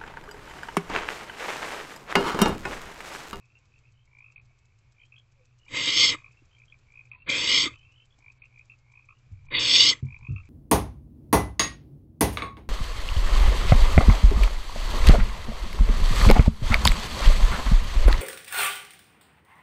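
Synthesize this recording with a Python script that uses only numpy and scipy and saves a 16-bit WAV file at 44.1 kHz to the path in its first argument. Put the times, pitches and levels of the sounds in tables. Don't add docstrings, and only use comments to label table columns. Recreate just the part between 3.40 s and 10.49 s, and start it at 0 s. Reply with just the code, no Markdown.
import sys
import numpy as np
from scipy import signal
from scipy.fft import rfft, irfft, next_fast_len
from scipy.io import wavfile
from scipy.ndimage import uniform_filter1d, map_coordinates

SR = 44100
rng = np.random.default_rng(int(sys.argv[2]) if len(sys.argv) > 2 else 0)


def store_wav(level_fs):
    pcm = np.round(np.clip(np.atleast_2d(level_fs), -1, 1) * 32767)
    wavfile.write(sys.argv[1], SR, pcm.T.astype(np.int16))


def elevation(decibels):
    levels = np.asarray(decibels, float)
    return 10 ** (levels / 20)


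N = 312669
T = np.arange(N) / SR


def unit(x):
    return x / np.sqrt(np.mean(x ** 2))


def band(x, lo_hz, hi_hz, order=2):
    return signal.sosfilt(signal.butter(order, [lo_hz, hi_hz], "band", fs=SR, output="sos"), x)


def colour(x, points):
    hz, db = np.transpose(points)
    size = next_fast_len(N)
    f = np.fft.rfftfreq(size, 1 / SR) + 1
    gain = elevation(np.interp(np.log(f), np.log(hz), db))
    return unit(irfft(rfft(x, size) * gain, size)[:N])


def resonate(x, modes):
    out = 0
    for k, (hz, width_hz, db) in enumerate(modes):
        ring = signal.lfilter(*signal.iirpeak(hz, hz / abs(width_hz), SR), x)
        out = out + (-1) ** k * elevation(db) * ring
    return out


def walk(rate):
    k = int(SR / rate)
    return unit(uniform_filter1d(uniform_filter1d(rng.standard_normal(N), k), k))


def track(tables, column, silent):
    out = np.full(N, float(silent))
    for rows in tables:
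        rows = np.array(rows)
        on = (T >= rows[0, 0]) & (T <= rows[-1, 0])
        out[on] = np.interp(T[on], rows[:, 0], rows[:, column])
    return out


def pips(rows):
    out = np.zeros(N + 2400)
    t = np.arange(-1200, 1200) / SR
    for (s, hz, db, half_s, glide), turn in zip(rows, rng.random(len(rows))):
        shape = np.cos(np.pi / 2 * np.clip(t / half_s, -1, 1)) ** 2
        tone = np.sin(2 * np.pi * (hz * t * (1 + glide * t) + turn))
        i = int(s * SR)
        out[i:i + len(t)] += elevation(db) * shape * tone
    return out[1200:N + 1200]


def gate():
    closes_s, at_start = 0.65, 0.17
    opening = [at_start * np.exp(-T / closes_s)]
    for hiss in HISSES:
        start, end = hiss[0][0], hiss[-1][0]
        opening.append(np.where(T < start, 0, np.exp(-np.maximum(T - end, 0) / closes_s)))
    return np.max(opening, axis=0)


# pitch_hz, level_db (per Hz)
RUMBLE_TONE = [(8.8, -30), (15, 1.5), (28, -4), (43, -7), (91, -5), (124, -0.5), (136, -4.5), (147, -15),
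               (260, -35), (340, -62), (570, -120)]
# time_s, swell_db, half_length_s
SHAKES = [(0.522, 3.5, 0.074), (1.03, 7.5, .15), (2.334, 15, 0.078), (2.615, 15.5, .22), (4.098, 12, 0.51),
          (5.92, 7, 0.0786), (6.145, 13, 0.35), (6.956, 14, 0.89)]


def rumble():
    shake_db = sum(db * np.maximum(1 - np.abs(T - s) / half_s, 0) for s, db, half_s in SHAKES)
    return colour(rng.standard_normal(N), RUMBLE_TONE) * elevation(-63 + shake_db + 1.7 * walk(2.7))


def mains_hum():
    return elevation(-64.5 + 1.5 * walk(2.2)) * np.sin(2 * np.pi * 121 * T)


# time_s, pitch_hz, level_db
HOOT = [(1.96, 567.7, -75), (1.99, 546.5, -74), (2.01, 505, -62.5), (2.05, 495, -78), (2.08, 488, -92)]


def far_hoot():
    level_db, hz = track([HOOT], column=2, silent=-150), track([HOOT], column=1, silent=500)
    return elevation(level_db) * np.sin(2 * np.pi * np.cumsum(hz) / SR)


TICK_FRAMES = [0, 2, 3, 5, 7, 9, 11, 13]


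def camera_ticks():
    first_s, frame_s = .0545, 1 / 15
    hits = np.zeros(N + 2 * SR)
    starts = first_s + np.add.outer(np.arange(8), frame_s * np.array(TICK_FRAMES)).ravel()
    hits[(starts * SR).astype(int)] = elevation(1.5 * rng.standard_normal(len(starts)))
    t = np.arange(-600, 900) / SR
    shape = elevation(-4.0) * (t > -.006) * (t < .011) + 1.6 * np.exp(-((t - .0017) / 0.0014) ** 2)
    noise = unit(band(rng.standard_normal(N), 4270, 11000, order=1))
    return elevation(-72) * np.convolve(hits, shape)[600:N + 600] * noise


# pitch_hz, level_db (per Hz)
NIGHT_TONE = [(110, -27.5), (180, -4), (229, -1), (468, -3), (623, -6), (1280, -5), (1780, -8),
              (2190, -8.5), (2490, -5.5), (3370, -12), (5800, -14), (7600, -15.5), (8100, -23.5),
              (10500, -57.5), (17800, -120)]


def night():
    hiss = colour(rng.standard_normal(N), NIGHT_TONE) * elevation(-75 + 1.2 * walk(6.8)) + camera_ticks()
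    return rumble() + mains_hum() + far_hoot() + hiss * elevation(3 * gate())


def chorus():
    out = 0
    for detune, rate, note in rng.random((9, 3)):
        rise = (T * (0.94 + 5.4 * note) + rate) % 1
        hz = 2550 * (.8 + 0.25 * detune + 0.1 * rise)
        throb = np.sin(np.pi * (48 + 11 * rate) * T) ** 4
        turn = 2 * np.pi * np.cumsum(hz) / SR
        tone = np.sin(turn) + elevation(-15.5) * np.sin(0.43 * turn)
        out = out + np.sin(np.pi * rise) ** 2 * throb * elevation(6.5 * walk(2.5)) * tone
    t = np.arange(8000) / SR
    blur = rng.standard_normal(len(t)) * elevation(-60 * t / 0.13)
    return unit(signal.fftconvolve(out, blur)[:N]) * elevation(-78 + 6.5 * gate())


def croak(notes, half_s, first_db, last_db, climb_hz_s, loudest, under):
    throb_s = .0185
    rows = []
    for first, last, from_hz, db, *under_db in notes:
        undertone_db = under_db[0] if under_db else -23
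        s = np.linspace(first, last, int(round((last - first) / throb_s)) + 1)
        hz = (from_hz + climb_hz_s * (s - first)) * (1 + 0.015 * rng.standard_normal(len(s)))
        top = int(loudest * len(s))
        away = np.interp(s, [first - throb_s / 4, s[top], last + throb_s / 2], [-1, 0, 1])
        fall_db = np.where(away < 0, first_db * min(1, 0.35 + 0.3 * top), last_db)
        level_db = db + fall_db * np.abs(away) ** 1.45
        for a, f, g in zip(s, hz, level_db):
            rows.append((a, f, g, half_s, 1.5))
            rows.append((a - .002, 1.2 * f, g - 21, .0011, 1.5))
            rows.append((a - .0015, 0.92 * f, g - 8, .0035, 3.5))
            rows.append((a + 0.0014, under * f, db + 0.28 * (g - db) + undertone_db, .0035, 1.5))
    return pips(rows)


# first_throb_s, last_throb_s, from_hz, peak_db, undertone_db
LONG_NOTES = [(.679, .826, 2260, -45, -18.5), (1.55, 1.638, 2356, -49, -27),
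              (2.266, 2.284, 2340, -43.5, -15), (3.115, 3.238, 2310, -50, -27),
              (3.47, 3.612, 2290, -42, -24), (3.769, 3.823, 2640, -48.5, -27.5),
              (4.788, 4.903, 2310, -43.5, -18.5), (5.11, 5.213, 2356, -44, -35),
              (5.465, 5.595, 2280, -46, -15.5), (6.049, 6.108, 2320, -43.5, -15),
              (6.63, 6.766, 2300, -39, -19.5), (6.792, 6.871, 2360, -38, -14)]
# first_throb_s, last_throb_s, from_hz, peak_db, undertone_db
SHORT_NOTES = [(.845, .923, 2513, -45, -20), (.963, .999, 2490, -40.5, -26), (1.725, 1.779, 2540, -46, -21),
               (2.77, 2.821, 2390, -45, -10), (2.846, 2.882, 2480, -41.5, -14),
               (3.326, 3.344, 2470, -44.5, -21), (3.718, 3.751, 2513, -35.5, -25),
               (4.341, 4.36, 2580, -43.5, -13), (5.023, 5.057, 2510, -40, -27.5),
               (5.301, 5.339, 2520, -42, -24.5), (5.691, 5.726, 2490, -44, -7),
               (6.896, 6.936, 2574, -48, -11), (6.964, 7.003, 2594, -37, -13.5)]
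# first_throb_s, last_throb_s, from_hz, peak_db
SMALL_FROG = [(.54, .65, 2953, -65.5), (1.598, 1.671, 3042, -57.5), (1.766, 1.8, 3280, -49),
              (3.115, 3.17, 3100, -58), (3.284, 3.32, 3270, -55), (4.56, 4.6, 3170, -66),
              (4.709, 4.744, 3282, -60.5), (5.735, 5.79, 2766, -65)]
# first_throb_s, last_throb_s, from_hz, peak_db
FAR_FROGS = [(.008, .044, 2510, -58.5), (.085, .122, 2550, -58.5), (.155, .172, 2724, -52.5),
             (.322, .382, 2540, -56.5), (.44, .49, 2540, -58), (.66, .697, 2230, -67),
             (1.08, 1.17, 2310, -69), (1.27, 1.36, 2260, -66), (1.92, 2.13, 2400, -66.5),
             (2.913, 2.933, 2550, -57.5), (2.974, 2.991, 2678, -56), (3.637, 3.674, 2510, -53.5),
             (3.742, 3.76, 2032, -59.5), (5.04, 5.058, 2730, -56), (4.605, 4.625, 2690, -57),
             (5.608, 5.645, 2505, -53.5), (5.9, 6.03, 2290, -63), (7.016, 7.075, 2364, -55.5)]
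# first_throb_s,
# last_throb_s, from_hz, peak_db
LEVEL_FROG = [(2.2, 2.29, 2930, -61), (3.721, 3.78, 970, -58), (4.323, 4.45, 2990, -57.5),
              (4.378, 4.527, 2570, -55.5), (4.523, 4.642, 3000, -55.5)]


def frogs():
    calls = (croak(LONG_NOTES, 0.0055, -25.0, -4.0, climb_hz_s=1280, loudest=0.81, under=0.418)
             + croak(SHORT_NOTES, 0.0045, -3, -11.5, climb_hz_s=100, loudest=.05, under=0.474)
             + croak(SMALL_FROG, 0.0054, -6, -12, climb_hz_s=1840, loudest=.55, under=0.49)
             + croak(FAR_FROGS, 0.0046, -12, -3, climb_hz_s=900, loudest=.45, under=0.52)
             + croak(LEVEL_FROG, 0.0088, -7.5, -9, climb_hz_s=400, loudest=.6, under=.44))
    calls = calls + elevation(-15.5) * np.roll(calls, int(0.0063 * SR))
    t = np.arange(4000) / SR
    scatter = rng.standard_normal(len(t)) * elevation(-60 * t / .09) * (t > .004)
    scatter = scatter / np.sqrt(np.sum(scatter ** 2))
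    return calls + elevation(-9) * signal.fftconvolve(calls, scatter)[:N]


# pitch_hz, level_db, t60_s
PANELS = [(75.1, -2, 0.42), (95, 5.5, 0.21), (131.2, 4, 0.15), (216.5, -9.5, 0.17), (291.6, -18, 0.3),
          (385.68, -8.5, 0.05756), (452.45, -39, .08)]
# time_s, peak_db, deepest_panels_db
BUMPS = [(5.913, -44, 11), (5.924, -40.5, 4), (6.625, -14, -10), (6.647, -21.5, -26), (6.82, -38, -2.5),
         (6.885, -19.5, -13.5), (6.901, -17, -4), (6.921, -25.5, 4), (6.939, -29.5, 7.5)]


def bumps():
    out, t = np.zeros(2 * N), T[:SR // 2]
    push = np.hanning(int(.0036 * SR))
    for (s, db, deep_db), turns in zip(BUMPS, rng.standard_normal((len(BUMPS), len(PANELS)))):
        ring = 0
        for (hz, panel_db, t60), z in zip(PANELS, turns):
            level_db = panel_db + 2.2 * np.tanh(z) + deep_db * (hz < 100) - 60 * t / t60
            ring = ring + elevation(level_db) * np.sin(2 * np.pi * hz * t)
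        i = int(s * SR)
        out[i:i + len(t)] += elevation(db - 10.5) * np.convolve(ring, push / push.sum())[:len(t)]
    return band(out[:N], 66, 900, order=4)


# time_s, pitch_hz, peak_db, half_length_s, glide_per_s
SNAPS = [(1.11, 680, -68, 0.005984, -5), (2.729, 2044, -27.5, .01, -4), (2.752, 1220, -36, 0.008, -7),
         (3.024, 297, -55.5, 0.0073, -14.5), (4.261, 2116, -25, 0.0079, -7),
         (4.269, 315, -29.5, 0.013, -14), (4.28, 1206, -37.5, 0.019, 2), (4.789, 282, -65.5, 0.009642, 2),
         (4.79, 777, -58, 0.0036, 0), (6.531, 2018, -25, 0.009, 0)]


def snaps():
    return pips(SNAPS)


# pitch_hz, width_hz, level_db
BEAK = [(2912, 61, -1), (3040, 44, -7), (3204, 65, 2), (3442, 239.4, -1.5), (3564.7, 66, 1.5),
        (3554, 31, -6.5), (3755, 76, 0.5)]
GAPE = [(4313, 9.9, 2), (4385, 54, -8), (4506, 210, -1), (4540, 90, 7.5), (4666, 52, -3), (4820, 44, -10.5),
        (5185, 340, -8), (5570, 69, -6)]
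THROAT = [(2106, 89, -1), (2400, 49, 0.55), (2550, 34, -3.3)]
EDGE = [(6210, 120, -4.5), (6560, 100, -3.5), (7500, 1000, -7.5)]
# pitch_hz, level_db (per Hz)
CHEST = [(41, -40.5), (70, -15.5), (119, -1), (201, -10.5), (307, 4), (372, -4.5), (483, 2.5), (569, -2),
         (662, -16.5), (813, -24.5), (907, -11), (1010, -7), (1190, -4), (1470, -9), (1850, -1),
         (2400, -37.5), (4070, -120)]
# time_s, effort_db, beak_opening (0-1)
HISSES = [
    [(2.275, -73, 0.5), (2.29, -59.5, 0.42), (2.36, -31, 0.15), (2.45, -27, 0.61), (2.63, -19, 0.76),
     (2.7, -22.5, 0.95), (2.745, -40.5, 0), (2.765, -57, .2), (2.83, -77.5, 0.1)],
    [(3.862, -65.5, 0), (3.872, -50, 0), (3.9, -30, 0.04), (4.0, -28.5, 0.45), (4.16, -20, 0.62),
     (4.23, -23.5, 0.69), (4.275, -36.5, 0.5), (4.295, -55, 0.03), (4.36, -67, 0.25)],
    [(6.103, -64, 0.02), (6.113, -50.5, 0), (6.15, -25, 0.28), (6.2, -27.5, 0.69), (6.37, -17.5, .75),
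     (6.5, -18, 1.03), (6.537, -37.5, 0.53), (6.548, -50.5, 0.25), (6.608, -66.5, 0.13)],
]


def owlet():
    air = rng.standard_normal(N) * elevation(1.7 * walk(900) + 0.37 * walk(120) + 0.93 * walk(30))
    slap_size = elevation(3.5 * np.minimum(rng.exponential(size=N), 2.6))
    slaps = (rng.random(N) < 450 / SR) * rng.choice([-1, 1], N) * slap_size
    air = unit(air) + elevation(-4) * unit(slaps)

    beak_db, opening = track(HISSES, column=1, silent=-150), track(HISSES, column=2, silent=0)
    shut_db, open_db = 5.5, -13
    throat_db = beak_db + shut_db + (open_db - shut_db) * opening
    chest_db = np.minimum(-37 + 0.18 * (throat_db + 30.5), throat_db - 1)
    edge_db = -35 + 0.94 * (beak_db + 27.5)
    gape_db = beak_db - 1.5 + 0.5 * np.clip(beak_db + 21, -14, 6)

    beak = band(resonate(air, BEAK) + elevation(-16.5) * band(air, 3100, 4100), 2550, 3800)
    gape = band(resonate(air, GAPE) + elevation(-14.0) * band(air, 2800, 7800), 3600, 8900)
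    throat = band(resonate(air, THROAT) + elevation(-21.0) * band(air, 1800, 3200), 1750, 2700)
    edge = band(resonate(air, EDGE) + elevation(-19.5) * band(air, 5700, 7200), 6100, 11000)
    chest = colour(air, CHEST)
    layers = [(beak, beak_db - .6), (gape, gape_db), (throat, throat_db), (chest, chest_db), (edge, edge_db)]
    hiss = sum(unit(x) * elevation(db) for x, db in layers)

    wall_s, sway_s, wall_db = 0.0011014, .00012, -8
    echo = map_coordinates(hiss, [(T - wall_s - sway_s * walk(5)) * SR], mode="nearest")
    return (hiss + elevation(wall_db) * echo) / np.hypot(1, elevation(wall_db))


def scene():
    mono = night() + chorus() + frogs() + bumps() + snaps() + owlet()
    return np.array([mono, mono])


# start_s, end_s
DROPOUTS = [(.95, 1.012), (3.7, 3.888), (4.985, 5.045), (6.07, 6.194)]


def treble_dropouts(x):
    keep = np.ones(N)
    for start, end in DROPOUTS:
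        keep[int(start * SR):int(end * SR)] = 0
    low = signal.sosfiltfilt(signal.ellip(6, .1, 45, 4400, fs=SR, output="sos"), x)
    return low + (x - low) * uniform_filter1d(keep, size=300)


def roll_off(x):
    return signal.sosfilt(signal.butter(12, 8250, fs=SR, output="sos"), x)


def record(dry):
    x = treble_dropouts(dry)
    x = signal.sosfilt(signal.ellip(10, .3, 90, 7820, fs=SR, output="sos"), x)
    x = x * (1 + elevation(-45.5) * walk(150) * np.array([[1], [-1]]))
    x = x + elevation(-99.0) * rng.standard_normal(N) + elevation(-111) * rng.standard_normal((2, N))
    return roll_off(x)


dry = scene()
out = record(dry)
store_wav(out)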